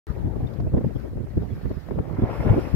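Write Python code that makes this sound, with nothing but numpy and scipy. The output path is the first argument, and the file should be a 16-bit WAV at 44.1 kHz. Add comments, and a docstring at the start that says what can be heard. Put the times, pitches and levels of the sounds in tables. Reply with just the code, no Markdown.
"""After an instant of silence, wind buffets two microphone ports, rumbling and snapping throughout.
Under it choppy water washes and fizzes round a small boat, with a few droplets and faint chirps.
Early on a soft, hollow rush sinks in pitch. All along, the bass drops out in one ear or the other.
At about 2 s a whale surfaces some way off and blows: air leaves its blowhole in a breathy whoosh,
then its spray hisses."""
import sys
import numpy as np
from scipy import signal
from scipy.fft import rfft, irfft
from scipy.io import wavfile
from scipy.ndimage import uniform_filter1d

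SR = 44100
rng = np.random.default_rng(int(sys.argv[2]) if len(sys.argv) > 2 else 0)


def transcribe(signal):
    """Save signal, clipped to [-1, 1], as a 16-bit WAV file at the path in sys.argv[1]."""
    frames = np.atleast_2d(signal).T
    limited = np.clip(frames, -1, 1)
    pcm = np.round(limited * 32767).astype(np.int16)
    wavfile.write(sys.argv[1], SR, pcm)


N = 121275
T = np.arange(N) / SR

# how loud the water's wash and the foam's fizz are over time (t/s, level/dB)
WASH_LEVELS = [(.07, -39), (.17, -47), (.3, -43), (.54, -40), (.68, -51), (.98, -58), (1.13, -49.5),
               (1.3, -60), (1.45, -45), (1.6, -63), (1.85, -49), (2.05, -46), (2.75, -49)]
FOAM_LEVELS = [(.07, -52), (.3, -57), (.54, -53.5), (.68, -59), (.85, -55.5), (1.02, -53), (1.12, -58.5),
               (1.29, -58.5), (1.38, -55.5), (1.6, -52.5), (1.8, -52.5), (2.05, -56), (2.75, -49)]
# their tone, from bass to treble (f/Hz, relative level/dB)
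WASH_TONE = [(30, -1), (200, -7), (400, -1), (700, -9), (1100, -21), (1800, -40), (3000, -44), (8000, -70)]
FOAM_TONE = [(400, 3.5), (1100, 2.5), (1900, 2), (2600, -7), (3600, -10), (5300, -12), (6600, -23.5),
             (8500, -36.5), (12500, -15.5), (16000, -24)]
# small splashes (t/s, level/dB, f/Hz, decay/s)
SPLASHES = [(.4695, -62, 3600, .006), (.535, -60, 4300, .012), (0.6026, -56, 4500, 0.0056),
            (.9983, -55, 4600, 0.0022), (1.309, -64, 4040, 0.0017), (1.694, -54.5, 4140, 0.0027),
            (2.149, -57, 4600, 0.0033)]
# faint chirps (middle t/s, half length/s, level/dB, f/Hz, glide/(Hz per s))
FAINT_CHIRPS = [(0.102, 0.02, -46.5, 1250, -500), (.473, 0.007, -59.5, 3600, 4999),
                (0.685, .02, -66, 2570, 8010), (0.961, 0.01, -59, 3210, 3), (1.511, .01, -64, 3340, 3005),
                (2.217, 0.015, -58, 3380, -300)]
# wind between the buffets (t/s, relative level/dB)
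WIND_LEVELS = [(.07, -30.5), (.17, -27), (.25, -21), (.52, -30), (.62, -24.5), (.82, -29.5), (1.0, -25),
               (1.12, -30), (1.29, -30), (1.42, -23.5), (1.6, -35), (1.72, -29), (1.83, -35.5),
               (1.96, -21.5), (2.08, -33.5), (2.2, -26.5), (2.35, -26), (2.5, -38), (2.64, -24.5),
               (2.75, -29)]
# buffets (middle t/s, half length/s, relative rumble/dB, its left minus right/dB, relative flutter/dB)
WIND_BUFFETS = [(0.105, 0.015, -15.5, 5.5, -42), (0.257, 0.02, -19.5, 12, -46),
                (0.28, 0.013, -27.5, 6, -31), (0.365, 0.0087, -12, -10.5, -21),
                (0.405, 0.0093, -40, 3, -28), (0.447, 0.027, -19, 7.5, -33.5),
                (0.599, 0.024, -16.5, 0, -30.5), (0.645, 0.013, -22, 12, -39),
                (0.672, 0.013, -18.5, -9, -23.5), (0.746, 0.018, -10.5, 0, -18.5),
                (0.778, 0.022, -20, -12.5, -16.5), (0.811, 0.011, -29, -3, -22.5),
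                (0.845, 0.0096, -21.5, 16, -20), (0.869, 0.019, -13, 4, -36),
                (0.962, 0.011, -19, 10, -23.5), (1.054, 0.027, -42, -4, -28.5),
                (1.135, 0.0066, -40, -8, -31), (1.182, 0.026, -20.5, 13, -30.5),
                (1.208, 0.014, -24.5, -18.5, -29), (1.246, 0.016, -26, -15, -52),
                (1.377, 0.0095, -10, -1, -16), (1.422, 0.02, -23, 1, -27.5), (1.526, 0.028, -22, -6, -36),
                (1.576, 0.027, -27, -1, -44), (1.661, 0.035, -23, -13, -31.5),
                (1.713, 0.0099, -26, 7, -19.5), (1.777, 0.018, -23, -10, -33),
                (1.919, 0.02, -38, -6, -23.5), (1.987, 0.012, -29, -9, -23), (2.003, 0.013, -18, 7, -23),
                (2.076, 0.031, -24, 9, -32), (2.125, 0.048, -17, 6, -33.5), (2.193, 0.014, -34.5, -35, -19),
                (2.225, 0.006, -16, 1, -14), (2.237, 0.012, -12, -7, -18), (2.402, 0.026, -18, 8, -42),
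                (2.47, 0.026, -15, 11, -23), (2.51, 0.017, -6.5, 6.5, -22),
                (2.536, 0.021, -15.5, -3, -18.5), (2.58, 0.026, -25.5, -14, -13.5),
                (2.674, 0.0086, -43, 2, -23.5), (2.745, 0.018, -13.5, 10.5, -24)]
# snaps of wind at the ports (t/s, relative level/dB, left minus right/dB)
WIND_SNAPS = [(0.369, -51, 8), (0.601, -32, -25), (0.748, -36, 10), (0.781, -30, -13), (0.847, -32, -15),
              (0.908, -36.5, -21), (1.172, -38.5, 3), (1.272, -42, -18), (1.311, -45, 1.0),
              (1.613, -39, 11), (1.657, -33.5, 9), (1.887, -34, 9), (1.91, -28.5, 5), (1.989, -28, 5),
              (2.055, -35, 19), (2.095, -38, 20), (2.222, -37, 5), (2.566, -27.5, 22)]
# tone of the wind's rumble, flutter and snaps (f/Hz, relative level/dB)
RUMBLE_TONE = [(15, -34), (30, -21), (42, -6.5), (58, -2), (80, -5), (115, -4), (170, -10), (240, -16.5),
               (400, -31), (900, -64.5), (3000, -88.5)]
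FLUTTER_TONE = [(60, -18), (170, -1), (250, 9), (400, 4), (600, -6.5), (900, -20.5), (1500, -32),
                (2500, -47), (5000, -58.5), (16000, -84.5)]
SNAP_TONE = [(100, -8), (350, 10.5), (650, 8), (1200, -10.5), (2200, -20.5), (3500, -40), (6000, -59.5),
             (16000, -75)]
# how loud the whale's air and spray are over time (t/s, level/dB)
AIR_LEVELS = [(1.98, -57), (2.12, -42), (2.23, -37), (2.31, -33.5), (2.37, -33.5), (2.43, -33.5),
              (2.5, -28), (2.58, -36), (2.68, -37.5), (2.75, -45)]
SPRAY_LEVELS = [(2.05, -83), (2.22, -71), (2.33, -56), (2.4, -55), (2.53, -57), (2.63, -53.5), (2.7, -56.5),
                (2.75, -61)]
# their tone (f/Hz, relative level/dB)
AIR_TONE = [(100, -5.5), (300, 4), (520, 3.5), (720, -0.5), (1000, -6), (1350, -11), (1590, -14.5),
            (1790, -13), (2150, -16), (2800, -24.5), (3700, -32.5), (6000, -50), (16000, -70)]
SPRAY_TONE = [(800, -32), (2500, 26.5), (3800, 11), (5650, 18), (6350, -16), (7300, 12), (8300, -5),
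              (10100, 10), (11200, 3), (13000, 8.5), (16000, -14)]
# hollow resonances of the blow (f/Hz at 2.35 s, half width/Hz, relative level/dB)
BLOW_RESONANCES = [(554, 60, -10.5), (913, 230, -12.5), (1364, 63, -18), (2154, 92, -23)]
# when each ear loses its bass (from t/s, to t/s); a backwards span does little or nothing
LEFT_DROPOUTS = [(1.189, 1.238), (1.437, 1.505), (1.601, 1.61), (1.66, 1.63), (1.757, 1.943), (2.03, 2.154)]
RIGHT_DROPOUTS = [(0.066, 0.091), (0.117, 0.22), (0.298, 0.37), (0.475, 0.59), (0.888, 0.94),
                  (0.984, 1.085), (1.268, 1.318), (2.278, 2.378), (2.427, 2.36), (2.613, 2.72)]
# tone of the microphone's hiss (f/Hz, relative level/dB)
HISS_TONE = [(1000, -37), (6500, 3), (9000, 0.5), (12500, 0.5), (16000, 0.5)]


def amp(db):
    """Turns decibels into a gain, the number a sound is multiplied by."""
    return 10 ** (np.asarray(db) / 20)


def unit(x):
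    """Scales a signal to an average strength (rms) of 1."""
    return x / np.sqrt(np.mean(x ** 2) + 1e-20)


def lean(db):
    """Gains for the two ears, with the left louder by db."""
    return amp(db * np.array([[.5], [-.5]]))


def curve(levels):
    """Gain over time from (t/s, level/dB) points."""
    return amp(np.interp(T, *np.transpose(levels)))


def swell(middle_s, half_length_s):
    """A smooth rise and fall round one moment."""
    return np.exp(-((T - middle_s) / half_length_s) ** 2)


def colour(tone, hz):
    """Gain at each frequency from (f/Hz, level/dB) points."""
    f, db = np.transpose(tone)
    return amp(np.interp(np.log(hz + 1), np.log(f), db))


def lowpass(x, hz, steepness=4):
    """Keeps the part of a signal that lies below hz."""
    return irfft(rfft(x) / (1 + (np.fft.rfftfreq(N, 1 / SR) / hz) ** steepness), N)


def noise(tone):
    """Noise with the given tone, unrelated in the two ears."""
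    white = rng.standard_normal((2, N))
    return unit(irfft(rfft(white) * colour(tone, np.fft.rfftfreq(N, 1 / SR)), N))


def band(hz, half_width_hz):
    """A narrow band of noise that follows a pitch curve."""
    a, b = unit(lowpass(rng.standard_normal((2, 2, N)), half_width_hz))
    phase = 2 * np.pi * np.cumsum(hz) / SR
    return unit(a * np.cos(phase) + b * np.sin(phase))


def eddies(rate_hz, depth_db):
    """A gain that wobbles at random like swirling air, half shared by the two ears."""
    drift = lowpass(rng.standard_normal((3, N)), rate_hz)
    wobble = unit(drift[:2] + drift[2])
    return unit(amp(depth_db * np.clip(wobble, -2, 2)))


def steadied(x, window_s):
    """Evens out a noise's own swells, so that a gain curve sets its strength."""
    window = np.hanning(int(window_s * SR))
    power = signal.oaconvolve(x ** 2, window[None] / window.sum(), "same")
    return x / np.sqrt(abs(power) + .02)


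def watery(tone, likeness, patchy_db):
    """Noise with brief random patches in time and pitch; likeness (0 to 1) makes the ears alike."""
    hz = np.fft.rfftfreq(512, 1 / SR)
    a, b, c, d, patches = rng.standard_normal((N // 128 + 5, len(hz), 5)).T
    patches = uniform_filter1d(patches, size=7, axis=0)  # smooth across pitch
    patches = unit(uniform_filter1d(patches, size=8, axis=1))  # and across time
    left = a + 1j * b
    right = likeness * left + np.sqrt(1 - likeness ** 2) * (c + 1j * d)
    lag_s = .00009  # sound from the sea reaches the left port first
    right *= np.exp(-2j * np.pi * hz * lag_s)[:, None]
    spectra = np.array([left, right]) * colour(tone, hz)[:, None] * amp(patchy_db * patches)
    return unit(signal.istft(spectra, nperseg=512, noverlap=384)[1][:, :N])


def sea():
    """Small waves wash against the hull, and their foam fizzes."""
    foam = curve(FOAM_LEVELS) * watery(FOAM_TONE, likeness=.24, patchy_db=2.5)
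    wash = curve(WASH_LEVELS) * watery(WASH_TONE, likeness=.16, patchy_db=5)
    return wash + foam


def droplets():
    """Each splash is a brief burst of noise round one pitch."""
    out = np.zeros((2, N))
    t = np.arange(SR // 8) / SR
    f = np.fft.rfftfreq(len(t), 1 / SR)
    for start_s, db, hz, decay_s in SPLASHES:
        half_width_hz = .295 * hz
        peak = 1 / (1 + ((f - hz) / half_width_hz) ** 2)
        burst = unit(irfft(rfft(rng.standard_normal((2, len(t)))) * peak, len(t)))
        start = round(start_s * SR)
        out[:, start:start + len(t)] += amp(db) * burst * np.exp(-t / decay_s)
    return out


def chirps():
    """Faint, brief chirps that slide in pitch."""
    return sum(amp(db) * swell(middle_s, half_s) * band(hz + glide * (T - middle_s), half_width_hz=93)
               for middle_s, half_s, db, hz, glide in FAINT_CHIRPS)


def rush():
    """A soft, hollow rush that sinks in pitch, a little to the right."""
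    middle_s, fall_hz_per_s = .38, 900
    hollow = band(760 - fall_hz_per_s * (T - middle_s), half_width_hz=104)
    return amp(-49.5) * lean(-1.5) * swell(middle_s, half_length_s=.24) * hollow


def wind():
    """Air swirls at each port: a deep rumble and a higher flutter, both surging with each buffet."""
    breeze = curve(WIND_LEVELS)
    rumble_power = (breeze * amp(-2) * eddies(rate_hz=44, depth_db=2)) ** 2
    flutter_power = (breeze * amp(-14.5) * eddies(rate_hz=76.5, depth_db=6.5)) ** 2
    for middle_s, half_s, rumble_db, lean_db, flutter_db in WIND_BUFFETS:
        surge = amp(-3.5) * swell(middle_s, half_s) ** 2
        rumble_power += (surge * amp(rumble_db) * lean(lean_db)) ** 2
        flutter_power += (surge * amp(flutter_db)) ** 2
    rumble = np.sqrt(rumble_power) * steadied(noise(RUMBLE_TONE), window_s=.04)
    flutter = np.sqrt(flutter_power) * steadied(noise(FLUTTER_TONE), window_s=.02)
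    return rumble + flutter


def snaps():
    """Swirls of air that break on a port give short, dull cracks."""
    rise_s, decay_s, boost_db = .00046, .0034, 4
    power = np.zeros((2, N))
    for peak_s, db, lean_db in WIND_SNAPS:
        age = T - peak_s
        shape = np.exp(np.minimum(age / rise_s, -age / decay_s))
        power += (shape * amp(db + boost_db) * unit(lean(lean_db))) ** 2
    return np.sqrt(power) * steadied(noise(SNAP_TONE), window_s=2 * decay_s)


def whale_blow():
    """The whale breathes out: a sputtering, hollow rush of air, and spray that hisses on as it fades."""
    rise = 2 ** (.25 * (T - 2.35))  # the resonances climb a quarter octave a second as air rushes out
    breath = watery(AIR_TONE, likeness=.46, patchy_db=3)
    hollow = sum(amp(db) * band(hz * rise, half_width) for hz, half_width, db in BLOW_RESONANCES)
    spray = watery(SPRAY_TONE, likeness=.46, patchy_db=1.8)
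    sputter = eddies(rate_hz=70, depth_db=2)
    return curve(AIR_LEVELS) * sputter * (breath + hollow) + curve(SPRAY_LEVELS) * spray


def scene():
    """Wind at the microphone, water round the boat and the whale beyond."""
    return wind() + snaps() + sea() + droplets() + chirps() + rush() + whale_blow()


def drop_bass(x, spans):
    """Fades the bass out of one ear and back in for each span of time."""
    depth_db, fade_s = -32, .048
    bass = lowpass(x, hz=298, steepness=12)
    cut = sum(np.clip(np.minimum(T - start, end - T) / fade_s + .5, 0, 1) for start, end in spans)
    return x - bass * (1 - amp(depth_db * cut))


def record(dry):
    """Adds the bass dropouts, microphone hiss and a silent first moment, then cuts the top treble."""
    ears = np.array([drop_bass(dry[0], LEFT_DROPOUTS), drop_bass(dry[1], RIGHT_DROPOUTS)])
    hiss = amp([[-67], [-80.5]]) * noise(HISS_TONE)  # left, right
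    heard = (ears + hiss) * (T > .069)
    treble_cut = signal.firwin(511, cutoff=15780, window=("kaiser", 9), fs=SR)
    return signal.oaconvolve(heard, treble_cut[None], "same")


dry = scene()
out = record(dry)
transcribe(out)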